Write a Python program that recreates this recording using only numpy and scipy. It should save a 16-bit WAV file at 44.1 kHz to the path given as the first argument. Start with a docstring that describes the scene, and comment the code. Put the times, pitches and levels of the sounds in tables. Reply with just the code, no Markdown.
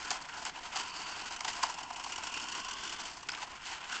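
"""Outdoors on paving blocks, a battery toy quad bike drives along close by.
Its gears whine and rattle the hollow plastic shell. The tyres scuff and groan, their tread bumps
slap the stone, and the whole toy clatters when it drops or meets a joint in the paving.
Nearby walls echo it, and a faint outdoor rumble lies underneath."""
import sys
import numpy as np
from scipy import signal
from scipy.fft import rfft, irfft
from scipy.io import wavfile
from scipy.ndimage import uniform_filter1d

SR = 44100
rng = np.random.default_rng(int(sys.argv[2]) if len(sys.argv) > 2 else 0)


def materialize(psi):
    """Save the field psi as 16-bit PCM at rate SR to the path in sys.argv[1].

    A 1-D psi becomes a single channel; in a 2-D psi each row is a channel.
    """
    bounded = np.clip(np.atleast_2d(psi).T, -1, 1)
    quanta = np.round(bounded * 32767).astype(np.int16)
    wavfile.write(sys.argv[1], SR, quanta)


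N = 176400
TIME = np.arange(N) / SR

# The shell rings in four bands, low to high: boom, hollow, panels, treble.
# Its usual ringing notes in the top two bands: pitch_hz, width_hz, level_db
PANEL_NOTES = [(1350, 320, 0), (1601, 190, 1.5), (1930, 500, -5), (2534, 420, -2), (3110, 670, -4)]
TREBLE_NOTES = [(4410, 670, 0.5), (5330, 800, 0.5), (6100, 820, 0), (7490, 1400, -4)]


def gears():
    """Loose plastic teeth clash unevenly and keep the shell whirring."""
    # How hard they shake each band: time_s, boom_db, hollow_db, panels_db, treble_db
    shaking = [(0,-60.5,-49,-47,-47.5),(0.149,-64,-48,-50.5,-51.5),(.2,-66.5,-50.5,-47,-56),(.4,-66.5,-52,-52,-50.5),(.53,-65.5,-56.5,-57.5,-62),(.7,-65.5,-51,-50.5,-53.5),
               (0.851,-62.5,-57,-50,-49.5),(1.42,-67,-48.5,-54,-54),(1.55,-60.5,-46.5,-47.5,-48.5),(1.76,-70,-49,-50.5,-50.5),(1.87,-67.5,-54.5,-59,-59),
               (2.03,-67,-46,-49,-48.5),(2.15,-66,-54.5,-50,-51),(2.42,-59.5,-53.5,-49,-48),(2.95,-60.5,-54,-47,-48.5),(3.08,-63,-51.5,-48.5,-49),
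               (3.158,-67,-55,-54,-52.5),(3.275,-67,-60.5,-58,-61),(3.335,-65.5,-50.5,-47.5,-52),(3.471,-64.5,-55,-53.5,-55),(3.58,-75,-56,-50.5,-55),
               (3.81,-69,-55,-50,-57),(4.0,-68,-48.5,-49,-51)]
    times, *bands = np.transpose(shaking)
    wobble_db, flicker_db, wobble_hz = 3, 1.6, 55
    teeth = clicks(per_s=3200, spread_db=2) * from_db(-1 + wobble_db * drift(wobble_hz))
    levels_db = [np.interp(TIME, times, db) + flicker_db * drift(wobble_hz) for db in bands]
    return shell(teeth * from_db(levels_db))


def gear_whine():
    """The gears' tones glide with motor speed; slack between the teeth makes them rough."""
    # The course of the whine: time_s, pitch_hz, level_db
    glide = [(0,2736,-49),(0.502,2743,-82),(0.802,2814,-43),(1.302,2838,-48),(1.8,2776,-49.5),(2.3,2733,-43.5),
             (2.582,2930,-42),(3.0,3052,-47),(3.25,2842,-59),(4.0,2876,-49.5)]
    # The tones in it: pitch_ratio, blur_hz, level_db
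    tones = [(.36, 120.7, -6), (.505, 109, -13), (1, 380.4, -7)]
    times, hz, db = np.transpose(glide)
    phase = 2 * np.pi * np.cumsum(np.interp(TIME, times, hz)) / SR
    whine = sum(from_db(level) * rough_tone(ratio * phase, blur) for ratio, blur, level in tones)
    return from_db(np.interp(TIME, times, db)) * whine


def gear_case():
    """Under steady load, the teeth make the gear case sing for a while."""
    # Sung notes: middle_s, half_length_s, pitch_hz, level_db
    notes = [(1.04, 0.2, 4600, -51.5), (1.1, 0.27, 1359, -53), (2.368, 0.033, 2686, -44),
             (2.881, 0.22, 3380, -53.5)]
    return swelling_tones(notes, blur_hz=276)


def tyre_scuffs():
    """Tyres drag over the gritty stone in short, juddering swells."""
    # Scuffs: middle_s, half_length_s, hollow_db, panels_db, treble_db
    scuffs = [(0.048, 0.092, -68, -44.5, -48.5), (0.127, 0.022, -41.5, -37.5, -41),
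              (0.222, 0.0085, -45.5, -59, -42), (0.38, 0.055, -47, -46, -52),
              (0.471, 0.029, -40.5, -38.5, -42), (0.573, 0.026, -43.5, -42, -48.5),
              (0.654, 0.028, -42.5, -41.5, -44), (0.73, 0.014, -41, -39.5, -44.5),
              (0.764, 0.013, -38.5, -35, -34), (0.799, 0.024, -41, -35.5, -35),
              (0.877, 0.018, -54, -41.5, -43), (0.958, 0.023, -45, -44, -42),
              (1.015, 0.027, -42.5, -41.5, -43.5), (1.079, 0.025, -44.5, -40, -47),
              (1.142, 0.021, -48.5, -40, -51), (1.206, 0.022, -47, -38.5, -41),
              (1.271, 0.018, -46, -39, -40.5), (1.327, 0.022, -41, -37.5, -38.5),
              (1.49, 0.022, -39.5, -36, -37), (1.644, 0.039, -44, -38.5, -43),
              (2.796, 0.035, -47, -50, -44), (3.424, 0.022, -38.5, -38.5, -39),
              (3.534, 0.016, -42, -47, -56), (3.672, 0.027, -49, -39.5, -40),
              (3.735, 0.045, -43, -40.5, -43.5), (3.84, 0.014, -42.5, -41, -49),
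              (3.946, 0.061, -47, -35, -38)]
    # Shell notes under a sliding tyre: pitch_hz, width_hz, level_db
    panel_notes = [(1445, 390, -3), (2050, 460, -4.5), (2880, 740, -3)]
    treble_notes = [(4500, 700, 0.5), (5440, 1030, -1.5), (6000, 770, -0.5), (7440, 1300, -6.5)]
    swells = sum(np.outer(from_db(db), swell(middle, half)) for middle, half, *db in scuffs)
    grit = clicks(per_s=2200, spread_db=1)
    judder = from_db(-5.5 + 2 * drift(rate_hz=82))
    return contact(swells, grit * judder, panel_notes, treble_notes)


def tread_slaps():
    """Each tread bump lands with a short, bright rasp and a tiny squeak at its own pitch."""
    # Landings: start_s, level_db, hollow_extra_db
    landings = [(1.3611, -30.5, -18), (1.53, -30, -14), (1.696, -30.5, -0.5), (1.74, -32.5, 1.5),
                (1.7849, -32.5, -0.5), (1.8301, -33, -3.5), (1.9584, -33.5, -0.5), (1.9953, -31.5, 2),
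                (2.0374, -34, -13), (2.0598, -37, 8.5), (2.12, -28, -9), (2.158, -28, -21),
                (2.1786, -30.5, -1.5), (2.2339, -28, -6), (2.2685, -28.5, -3), (2.2947, -36.5, -0.5),
                (2.3217, -37, -5), (2.3386, -29, -5), (2.373, -29, -17), (2.3974, -31.5, -20),
                (2.438, -31, 0), (2.4832, -29, -22), (2.5215, -29, -25), (2.5482, -29, -4),
                (2.6453, -31.5, -1), (2.6827, -29.5, -6.5), (2.709, -28, -19), (2.835, -31, -10),
                (2.8508, -34, -15), (2.875, -31.5, -18), (2.8932, -32, -16), (2.923, -31, -8),
                (2.9909, -35.5, -1), (3.0523, -30.5, -9), (3.2278, -37.5, 3.5), (3.923, -31.5, -11)]
    # Shell notes under a landing bump: pitch_hz, width_hz, level_db
    panel_notes = [(1410, 360, -2), (1910, 120, -4), (2896, 460, 3)]
    treble_notes = [(4490, 390, 2.5), (5700, 560, 1.5), (6040, 330, 2), (7180, 890, 2.5)]
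    hollow_db, panels_db, treble_db = -9.5, -11, -13.5
    slaps, squeaks = 0, 0
    for start, db, extra_db in landings:
        touch = from_db(db) * burst(start, attack_s=0.00092, hold_s=0.003, fade_s=0.0062)
        slaps += np.outer(from_db([hollow_db + extra_db, panels_db, treble_db]), touch)
        squeak_hz = rng.uniform(5290, 6185)
        squeaks += touch * np.sin(2 * np.pi * squeak_hz * (TIME - start))
    return contact(slaps, chatter(), panel_notes, treble_notes) + from_db(-14) * squeaks


def knocks():
    """The toy hits the paving in a quick cluster of taps, then its loose parts rattle."""
    # Hits: start_s, length_s, hollow_db, panels_db, treble_db
    hits = [(0.104,0.0028,-31,-37,-28),(0.11,0.0051,-33.5,-35.5,-36.5),(0.45,0.002,-43,-37,-32.5),(0.462,0.0052,-43,-51,-44),
            (1.4052,0.0026,-37,-36,-34.5),(1.4451,0.0062,-35.5,-35,-36),(1.4785,0.0036,-33.5,-36,-39),(1.629,0.005,-28.5,-32.5,-32.5),
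            (1.6347,0.0018,-23,-34,-31.5),(1.9024,0.0075,-38.5,-44.5,-49),(3.2857,0.0075,-46,-34.5,-39),(3.3181,0.001,-39.5,-44,-43),
            (3.3478,0.0028,-56,-36,-44.5),(3.4264,0.0016,-36,-38.5,-49)]
    blows = 0
    for start, length, *db in hits:
        blow = burst(start, attack_s=0.00032, hold_s=length, fade_s=0.00064)
        rattle = burst(start + length, attack_s=0.00032, hold_s=length, fade_s=0.011)
        blows += np.outer(from_db(db), blow + from_db(-14) * rattle)
    return contact(blows, chatter())


def pings():
    """A small, stiff part rings briefly on hard landings."""
    # Rings: start_s, pitch_hz, level_db
    rings = [(3.2883, 5200, -36), (3.301, 4850, -31), (3.3177, 5230, -30)]
    sound = 0
    for start, hz, db in rings:
        loudness = from_db(db) * burst(start, attack_s=0.00032, hold_s=0, fade_s=0.002)
        sound += loudness * np.sin(2 * np.pi * hz * (TIME - start))
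    return sound


def tyre_groans():
    """A dragged tyre sticks and slips at an unsteady pitch."""
    # Groans: middle_s, half_length_s, pitch_hz, level_db
    groans = [(0.068, 0.034, 1480, -46.5), (0.36, 0.04, 1500, -47), (0.773, 0.025, 1240, -42.5),
              (3.39, 0.01, 1090, -45), (3.95, 0.04, 1440, -40)]
    return swelling_tones(groans, blur_hz=212.7)


def shell(forces, panel_notes=PANEL_NOTES, treble_notes=TREBLE_NOTES):
    """Four forces, one for each band, set the plastic shell ringing."""
    # Ringing notes in the two low bands: pitch_hz, width_hz, level_db
    boom_notes = [(304, 173, 2)]
    hollow_notes = [(720, 101, -3.5), (867, 119, -1), (1008, 146, -0.5)]
    # The range each band gives off: low_hz, high_hz
    ranges = [(170, 520), (620, 1274), (1150, 3520), (3800, 8860)]
    bands = (boom_notes, hollow_notes, panel_notes, treble_notes)
    tap = signal.unit_impulse(SR // 10)
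    sound = 0
    for force, notes, edges in zip(forces, bands, ranges):
        ring = 0  # how this band answers one tap
        for k, (hz, width, db) in enumerate(notes):
            fade = np.exp(-np.pi * width / SR)  # wider notes die sooner
            feedback = [1, -2 * fade * np.cos(2 * np.pi * hz / SR), fade ** 2]
            note = (1 - fade ** 2) * signal.lfilter([1, 0, -1], feedback, tap)
            ring += (-1) ** k * from_db(db) * note
        ring = signal.sosfilt(signal.butter(2, edges, "band", fs=SR, output="sos"), ring)
        sound += signal.fftconvolve(force, ring / np.linalg.norm(ring))[:N]
    return sound


def contact(strengths, taps, panel_notes=PANEL_NOTES, treble_notes=TREBLE_NOTES):
    """Tiny taps on the stone shake the shell; the boom is a weaker share of the panels' force."""
    hollow, panels, treble = strengths * taps
    return shell([from_db(-19) * panels, hollow, panels, treble], panel_notes, treble_notes)


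def clicks(per_s, spread_db):
    """Tiny random impacts of uneven size."""
    sizes = from_db(spread_db * np.minimum(rng.exponential(1, N), 4))
    signs = rng.choice([-1, 1], N)
    return unit_power(sizes * signs * (rng.random(N) < per_s / SR))


def chatter():
    """Dense, hard taps whose force is evened out over about 3 ms."""
    taps = clicks(per_s=4600, spread_db=2)
    return taps / np.sqrt(uniform_filter1d(taps ** 2, size=130) + 1e-3)


def swelling_tones(notes, blur_hz):
    """Rough tones that each fade in and out."""
    return sum(from_db(db) * swell(middle, half) * rough_tone(2 * np.pi * hz * TIME, blur_hz)
               for middle, half, hz, db in notes)


def rough_tone(phase, blur_hz):
    """A tone whose strength and pitch waver."""
    return unit_power(drift(blur_hz) * np.cos(phase) + drift(blur_hz) * np.sin(phase))


def burst(start, attack_s, hold_s, fade_s):
    """A level that rises, holds, then dies away."""
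    age = TIME - start
    return np.clip(age / attack_s, 0, 1) * np.exp(-np.clip((age - attack_s - hold_s) / fade_s, 0, 20))


def swell(middle_s, half_length_s):
    """A smooth rise and fall."""
    return np.exp(-np.minimum(((TIME - middle_s) / half_length_s) ** 2, 20))


def drift(rate_hz):
    """A random wander with a typical size of 1."""
    points = rng.standard_normal(N // 20)
    return unit_power(np.interp(TIME * rate_hz * 2, np.arange(len(points)), points))


def from_db(db):
    """Turn decibels into a multiplier."""
    return 10 ** (np.asarray(db) / 20)


def unit_power(x):
    """Scale a signal to an average power of 1."""
    return x / np.sqrt(np.mean(x ** 2) + 1e-20)


def wall_echoes(sound):
    """Nearby walls send the sound back, later and quieter."""
    # Echoes: delay_s, level_db
    echoes = [(.017, -18), (.034, -19)]
    return sum(from_db(db) * np.interp(TIME - delay, TIME, sound, left=0) for delay, db in echoes)


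def outdoor_rumble():
    """A steady, dull background noise."""
    # Its balance from low to high: pitch_hz, level_db
    balance = [(20, -2), (60, -0.5), (100, -5.5), (250, -5), (500, -12), (2000, -6.5), (9000, -31)]
    hz, db = np.transpose(balance)
    all_hz = np.arange(N // 2 + 1) * SR / N
    gain = from_db(np.interp(np.log(all_hz + 1), np.log(hz), db))
    rumble = irfft(rfft(rng.standard_normal(N)) * gain, N)
    return from_db(-56) * unit_power(rumble)


def scene():
    """The toy, its echoes and the background, in mono."""
    drive = gears() + gear_whine() + gear_case()
    toy = drive + tyre_scuffs() + tread_slaps() + knocks() + pings() + tyre_groans()
    return (toy + wall_echoes(toy) + outdoor_rumble())[None]


def record(dry):
    """A small microphone dulls the treble; a steep cut removes the very top."""
    dull_hz, cut_hz = 7900, 8750
    dull = signal.sosfilt(signal.butter(8, dull_hz, fs=SR, output="sos"), dry)
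    return signal.sosfilt(signal.ellip(10, .2, 80, cut_hz, fs=SR, output="sos"), dull)


dry = scene()
out = record(dry)
materialize(out)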